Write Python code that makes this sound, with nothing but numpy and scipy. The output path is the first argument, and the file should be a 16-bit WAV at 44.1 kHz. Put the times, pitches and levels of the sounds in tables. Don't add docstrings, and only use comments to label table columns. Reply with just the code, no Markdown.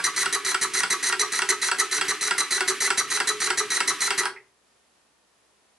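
import sys
import numpy as np
from scipy import signal
from scipy.fft import rfft, irfft, next_fast_len
from scipy.io import wavfile
from scipy.ndimage import map_coordinates

SR = 44100
rng = np.random.default_rng(int(sys.argv[2]) if len(sys.argv) > 2 else 0)


def level_to_linear(level):
    exponent = np.asarray(level, float) / 20
    return 10 ** exponent


def log_audio(samples):
    frames = np.atleast_2d(samples).T
    limited = np.clip(frames, -1, 1)
    pcm = np.round(limited * 32767).astype(np.int16)
    wavfile.write(sys.argv[1], SR, pcm)


N = 254883

# main rod knock t/s, knock level/dB, long chuff before it level/dB,
# short chuff after it level/dB
TURNS = [(-0.0285, -10, -15, -14), (0.2577, -12, -15, -13.5), (0.5439, -11, -16.5, -14),
         (0.833, -9.5, -17, -14.5), (1.1246, -10.5, -15, -12.5), (1.4188, -10.5, -17.5, -11),
         (1.7139, -10, -17.5, -14.5), (2.0111, -10, -16.5, -15), (2.3087, -9, -17.5, -14),
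         (2.606, -10, -15, -13.5), (2.9031, -9.5, -15.5, -12.5), (3.2013, -9.5, -16.5, -13),
         (3.5025, -9.5, -17, -13.5), (3.8036, -9, -16.5, -13), (4.1051, -9, -16, -12.5)]


def unit(x):
    return x / np.sqrt(np.mean(x ** 2) + 1e-20)


def along(points, hz):
    f, value = np.transpose(points)
    return np.interp(np.log(hz + 1), np.log(f + 1), value)


def wobble(rate):
    knots = rng.standard_normal(int(N * rate / SR) + 4)
    return map_coordinates(knots, [np.arange(N) * rate / SR])


def filtered(x, response):
    m = next_fast_len(N + SR // 2)
    return irfft(rfft(x, m) * response(np.fft.rfftfreq(m, 1 / SR)), m)[..., :N]


def causal(gain):
    cepstrum = irfft(np.log(gain + 1e-6))
    half = len(cepstrum) // 2
    cepstrum[1:half] *= 2
    cepstrum[half + 1:] = 0
    return np.exp(rfft(cepstrum))[:len(gain)]


def humps(modes, f):
    power = 0
    for center, low, high, db in modes:
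        width = np.where(f < center, low, high)
        power = power + level_to_linear(2 * db) / (1 + (2 * (f - center) / width) ** 2) ** 1.634
    return power


def blown(flow, power):
    return filtered(flow * rng.standard_normal(N), lambda f: causal(np.sqrt(power(f))))


def paired(two, alike, gain):
    def mid_side(f):
        turn = np.arccos(np.clip(along(alike, f), -1, 1)) / 2
        return gain(f) * [np.cos(turn), np.sin(turn)]

    mid, side = filtered(two, mid_side)
    return np.array([mid + side, mid - side])


def chuffs(stroke):
    # opens at share of a turn, usual level/dB, open/s, pot hum level/dB
    valve = [
        (-.331, -16.5, .069, -39),
        (.2395, -13.5, .03, -32),
    ]
    share, usual_db, open_s, hum_db = valve[stroke]
    turns = np.array(TURNS)
    start = turns[:, 0] + share * np.gradient(turns[:, 0])
    db = turns[:, 2 + stroke]
    stronger = db - usual_db
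    rows = np.c_[start, db, hum_db + 1.6 * stronger, open_s - 0.002 * stronger]
    return [tuple(row) for row in rows if row[0] > 0.01]


def port(rows, level, rise, fall, burst):
    flow = np.zeros(N)
    u = np.arange(SR // 5) / SR
    for row in rows:
        opening = (1 - np.exp(-u / rise)) * (1 + burst * np.exp(-u / 0.026))
        closing = np.exp(-np.maximum(u - row[3], 0) / fall)
        start = int((row[0] - 0.0015) * SR)
        flow[start:][:len(u)] += level_to_linear(row[level]) * opening * closing
    return flow


def steam():
    sputter = level_to_linear(1.5 * wobble(150) + 1.2 * wobble(600))
    long = port(chuffs(stroke=0), 1, rise=0.00095, fall=0.0065, burst=0.16)
    short = port(chuffs(stroke=1), 1, rise=0.0017, fall=0.004, burst=0.3)
    return sputter * (long + short)


def exhaust(flow):
    # t/s, level/dB, pot hum level/dB, open/s
    last_steam = [
        (4.258, -71.5, -43, 0.063),
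        (4.358, -40, -62, 0.0198),
    ]
    # f/Hz, width below/Hz, width above/Hz, level/dB
    pipe = [(1441, 170, 430, -20.5), (1978, 280, 200, -1), (3450, 100, 100, -33), (3965, 95, 290, 0),
            (4650, 100, 240, -13), (5814, 100, 830, -4), (6680, 100, 300, -10), (8873, 330, 600, -6.5),
            (9710, 150, 400, -11), (10550, 43, 1800, -15)]
    # f/Hz, level/dB
    jet_floor = [(20, -46), (200, -42), (600, -34.5), (1000, -18), (3000, -24), (8000, -14.5), (11500, -29)]
    # f/Hz, width below/Hz, width above/Hz, level/dB
    pot = [(379, 20, 18, -.5), (417, 38, 26, -1)]
    # f/Hz, width below/Hz, width above/Hz, level/dB
    sigh_pipe = [(1487, 260, 300, -15.5), (2070, 350, 100, 2), (2536, 300, 160, -6)]

    jet = blown(flow, lambda f: humps(pipe, f) + level_to_linear(2 * along(jet_floor, f)))
    rows = chuffs(stroke=0) + chuffs(stroke=1) + last_steam
    hum_flow = port(rows, 2, rise=0.0034, fall=0.013, burst=0)
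    hum = blown(hum_flow, lambda f: humps(pot, f))
    sigh_flow = port(last_steam, 1, rise=0.0034, fall=0.002, burst=0)
    sigh = blown(sigh_flow, lambda f: humps(sigh_pipe, f))
    return level_to_linear(5) * jet + level_to_linear(21) * hum + level_to_linear(16) * sigh


def push():
    # f/Hz, width below/Hz, width above/Hz, level/dB
    slug = [(216, 150, 240, -2)]
    rows = [(s, db, 0, 0.006) for s, db, *_ in chuffs(stroke=0) + chuffs(stroke=1)]
    opening = port(rows, 1, rise=0.006, fall=0.0028, burst=0)
    return level_to_linear(-5.5) * blown(opening, lambda f: humps(slug, f))


def wide_hiss(flow):
    # f/Hz, level/dB
    hiss_level = [(20, -40.5), (300, -36), (600, -26.5), (1500, -16), (3000, -21), (7000, -18), (11500, -23)]
    # f/Hz, likeness
    hiss_alike = [(30, .2), (600, 0.39), (3000, .3), (11000, .2)]
    lingering = signal.lfilter([1 / (0.045 * SR)], [1, 1 / (0.025 * SR) - 1], flow)
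    hiss = (flow + 0.5 * lingering) * rng.standard_normal((2, N))
    return paired(hiss, hiss_alike, lambda f: level_to_linear(along(hiss_level, f)))


def rods():
    # share of a turn from the main one, scatter/s, level/dB
    slack = [
        (-.282, 0.0011, -14.5),
        (-.101, 0.00025, -17),
        (.334, .0005, -12.5),
    ]
    # t/s, level/dB
    odd_knocks = [
        (-.012, -11.5),
        (4.233, -19.5),
        (4.254, -13.5),
    ]
    # delay/s, level/dB
    bounces = [
        [(0, -4), (.0011, 1), (.0033, -2.5), (.0052, -14)],
        [(0, -2.5), (.003, -8), (.009, -9.5)],
        [(0, -6), (.0015, 4), (.004, -6)],
        [(0, -3.5), (.0065, -4), (.009, -2)],
    ]
    scatter_db = [.7, 1.4, 1.2, 1.2]
    # f/Hz, width/Hz, level/dB from main
    # knock, level/dB from each lesser knock
    body_modes = [(126, 3.5, -25, -23.5, -26.5, -26.5), (150, 30, -34.5, -37, -32, -33.5),
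                  (178, 16, -22, -25.5, -23.5, -25), (264, 60, -24.5, -25.5, -26.5, -26.5),
                  (379, 13, -5, -11, -11, -11), (420, 22, -13, -15, -15, -13), (530, 110, -26, -32, -29, -34.5),
                  (738, 33, -13.5, -28, -20, -19.5), (796.7, 29, -11.5, -9.5, -15, -16),
                  (971, 64, -10, -10, -3.5, -8.5),
                  (1140.6, 28, -9, -8.5, -2.5, 1.5), (1291, 51, -3.5, 0, -5, 3),
                  (1384, 78, 0.5, -5.5, -1.5, -17), (1493, 77, -2.5, -2.5, -2.5, -7.5),
                  (1610, 25, 2, -7, 1.5, -11.5), (1628.3, 39, -1, -11, 0, -15.5),
                  (1946, 180, -8, -3.5, -10, -13), (2207, 100, -8, -7.5, -8, -19),
                  (2352, 130, -13, -9.5, -12, -18),
                  (2755, 170, -11, -22.5, -14.5, -25.5), (3294, 150, -12, -18, -15.5, -25.5),
             (4520, 294, -5.5, -5, -9.5, -19), (4547, 180, -3, -14, -13, -10.5),
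             (5015, 250, -14.5, -19.5, -17, -29), (5820, 180, -16.5, -26, -25, -30),
             (7820, 350, -12, -20.5, -19.5, -22.5), (9630, 980, -22, -33.5, -18.5, -38)]

    turns = np.array(TURNS)
    s, period = turns[:, 0], np.gradient(turns[:, 0])
    chance = rng.standard_normal((len(s), len(slack)))
    joints = [turns[:, :2]]
    for k, (share, scatter_s, db) in enumerate(slack):
        landing = s + share * period + scatter_s * chance[:, k]
        joints.append(np.c_[landing, np.full(len(s), db)])
    joints[2] = np.vstack([joints[2], odd_knocks])

    def body(f, joint):
        response = 0
        for n, mode in enumerate(body_modes):
            center, width = mode[:2]
            ring = 1j * f * width / (center ** 2 - f * f + 1j * f * width)
            response = response + (-1) ** n * level_to_linear(mode[2 + joint]) * ring
        return response

    out, lead = 0, SR // 5
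    for k, hits in enumerate(joints):
        blows = np.zeros(N)
        for delay, db in bounces[k]:
            uneven = 1 + 0.02 * rng.standard_normal(len(hits))
            at = np.round((hits[:, 0] + delay * uneven) * SR).astype(int)
            blows[at + lead] += level_to_linear(hits[:, 1] + db + scatter_db[k] * rng.standard_normal(len(hits)))
        grit = signal.lfilter([1], [1, 1 / (0.016 * SR) - 1], blows) * rng.standard_normal(N)
        out = out + filtered(blows + level_to_linear(-35) * grit, lambda f: body(f, k))
    return level_to_linear(31.5) * np.pad(out[lead:], (0, lead))


def turning():
    late = (np.arange(N) / SR - 4.285) / 0.012
    return 1 / (1 + np.exp(np.clip(late, -50, 50)))


def leaks():
    # f/Hz, level/dB
    seep = [(180, -38.5), (300, -3.5), (447, -5.5), (657, -47), (1120, -2.5), (1650, -1), (1930, 3),
            (2140, 1.5), (3960, -5.5), (11800, -13), (15300, -54.5), (22000, -120)]
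    hiss = unit(filtered(rng.standard_normal(N), lambda f: level_to_linear(along(seep, f))))
    return turning() * level_to_linear(-39.5 + 2 * wobble(60)) * hiss


def rumble():
    # f/Hz, level/dB
    table = [(12, -42.5), (20, -7.5), (37, -23), (91, -23.5), (118, -9), (226, -15), (320, -3.5),
             (420, -24.5), (700, -120)]
    alike = [(30, 0.2), (80, 0.5), (200, 0.4)]  # f/Hz, left-right likeness
    shake = paired(rng.standard_normal((2, N)), alike, lambda f: level_to_linear(along(table, f)))
    return turning() * level_to_linear(-58.5 + 4 * wobble(13)) * unit(shake) * level_to_linear([[-0.6], [0.6]])


def leaning(x):
    # t/s, bass level/dB
    boom = [(0, -0.5), (1.2, 0.5), (2.3, 0.5), (2.699, 2.5), (3.6, 2.5), (4.4, 1)]
    bass = filtered(x, lambda f: 1 / (1 + (f / 520) ** 8))
    bass_gain = level_to_linear(np.interp(np.arange(N) / SR, *np.transpose(boom)))
    return x + (bass_gain - 1) * bass


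def ports(x, side):
    # f/Hz, left minus right level/dB
    lean = [(25, 1), (60, -6.5), (140, -11.5), (300, -2.5), (1420, -2), (4090, -0.8), (8000, 0.2),
            (10500, -3.5), (11800, 0)]
    # f/Hz, left leads by phase/rad
    lead = [(100, 0.12), (400, -.06), (1200, 0.037), (2500, -.4), (4220, -0.37), (6630, -.8), (9650, -1.1),
            (12000, 0.14)]

    def one_port(f, half):
        return level_to_linear(half * along(lean, f)) * np.exp(1j * half * side * along(lead, f))

    return filtered(x, lambda f: np.array([one_port(f, 0.5), one_port(f, -0.5)]))


def kitchen(x, count=16):
    # f/Hz, t60/s
    decay = [(200, 0.45), (500, 0.34), (1500, 0.24), (5000, 0.25), (11000, 0.18)]
    # f/Hz, likeness
    echo_alike = [(100, 0.69), (400, 0.98), (1000, 0.89), (2000, 0.9), (3500, 0.28), (6000, .3),
                  (11000, .1)]
    # f/Hz, level/dB
    echo_level = [(100, -11), (400, -4), (1400, -6), (3000, -5), (6000, -7), (11000, -5)]

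    hz, t, z = signal.stft(rng.standard_normal((count, 2, SR // 3)), SR, nperseg=256)
    dying = level_to_linear(-60 * t / along(decay, hz)[:, None])
    tails = signal.istft(z * dying, SR, nperseg=256)[1]
    step, wet = SR // 3, np.zeros((2, N + SR))
    fade = np.sqrt(np.bartlett(2 * step))
    for k, tail in enumerate(tails):
        start = max(k - 1, 0) * step
        piece = (x[start:(k + 1) * step] * fade[(k == 0) * step:])[None]
        echo = signal.fftconvolve(piece, tail / np.linalg.norm(tail[0]), axes=1)
        wet[:, start + 130:][:, :echo.shape[1]] += echo
    return paired(wet[:, :N], echo_alike, lambda f: level_to_linear(along(echo_level, f)))


def air():
    # f/Hz, level/dB
    room = [(12, -28.5), (25, -21), (45, -16.5), (64, -14), (90, -10.5), (200, -5), (400, -2.5),
            (1000, -3.5), (2000, -8), (11100, -13), (12000, -21), (22000, -120)]
    # f/Hz, likeness
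    room_alike = [(60, 0.52), (220, 0.46), (840, 0.3), (3140, 0.3), (11800, -0.04)]
    # f/Hz, rms level/dB
    whine = [(64, -88), (1825, -84.5)]
    hush = paired(rng.standard_normal((2, N)), room_alike, lambda f: level_to_linear(along(room, f)))
    t = np.arange(N) / SR
    tones = sum(level_to_linear(db + 3) * np.sin(2 * np.pi * hz * t) for hz, db in whine)
    return level_to_linear(-64.5 + 0.6 * wobble(8.6)) * unit(hush) + tones


def scene():
    flow = steam()
    breath = leaning(exhaust(flow) + push() + leaks())
    metal = leaning(rods())
    direct = ports(breath, side=0.94) + ports(metal, side=2.01)
    return direct + kitchen(breath + metal) + wide_hiss(flow) + rumble() + air()


def top_cut(x):
    return signal.sosfilt(signal.butter(12, 12360, fs=SR, output="sos"), x)


def record(dry):
    top_hz = 11520

    def band(f):
        haze = level_to_linear(-37.5 - 0.02 * np.abs(f - top_hz)) * (f > top_hz)
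        return 1 / np.sqrt(1 + (f / top_hz) ** 300) + haze

    return top_cut(filtered(dry, band))


dry = scene()
out = record(dry)
log_audio(out)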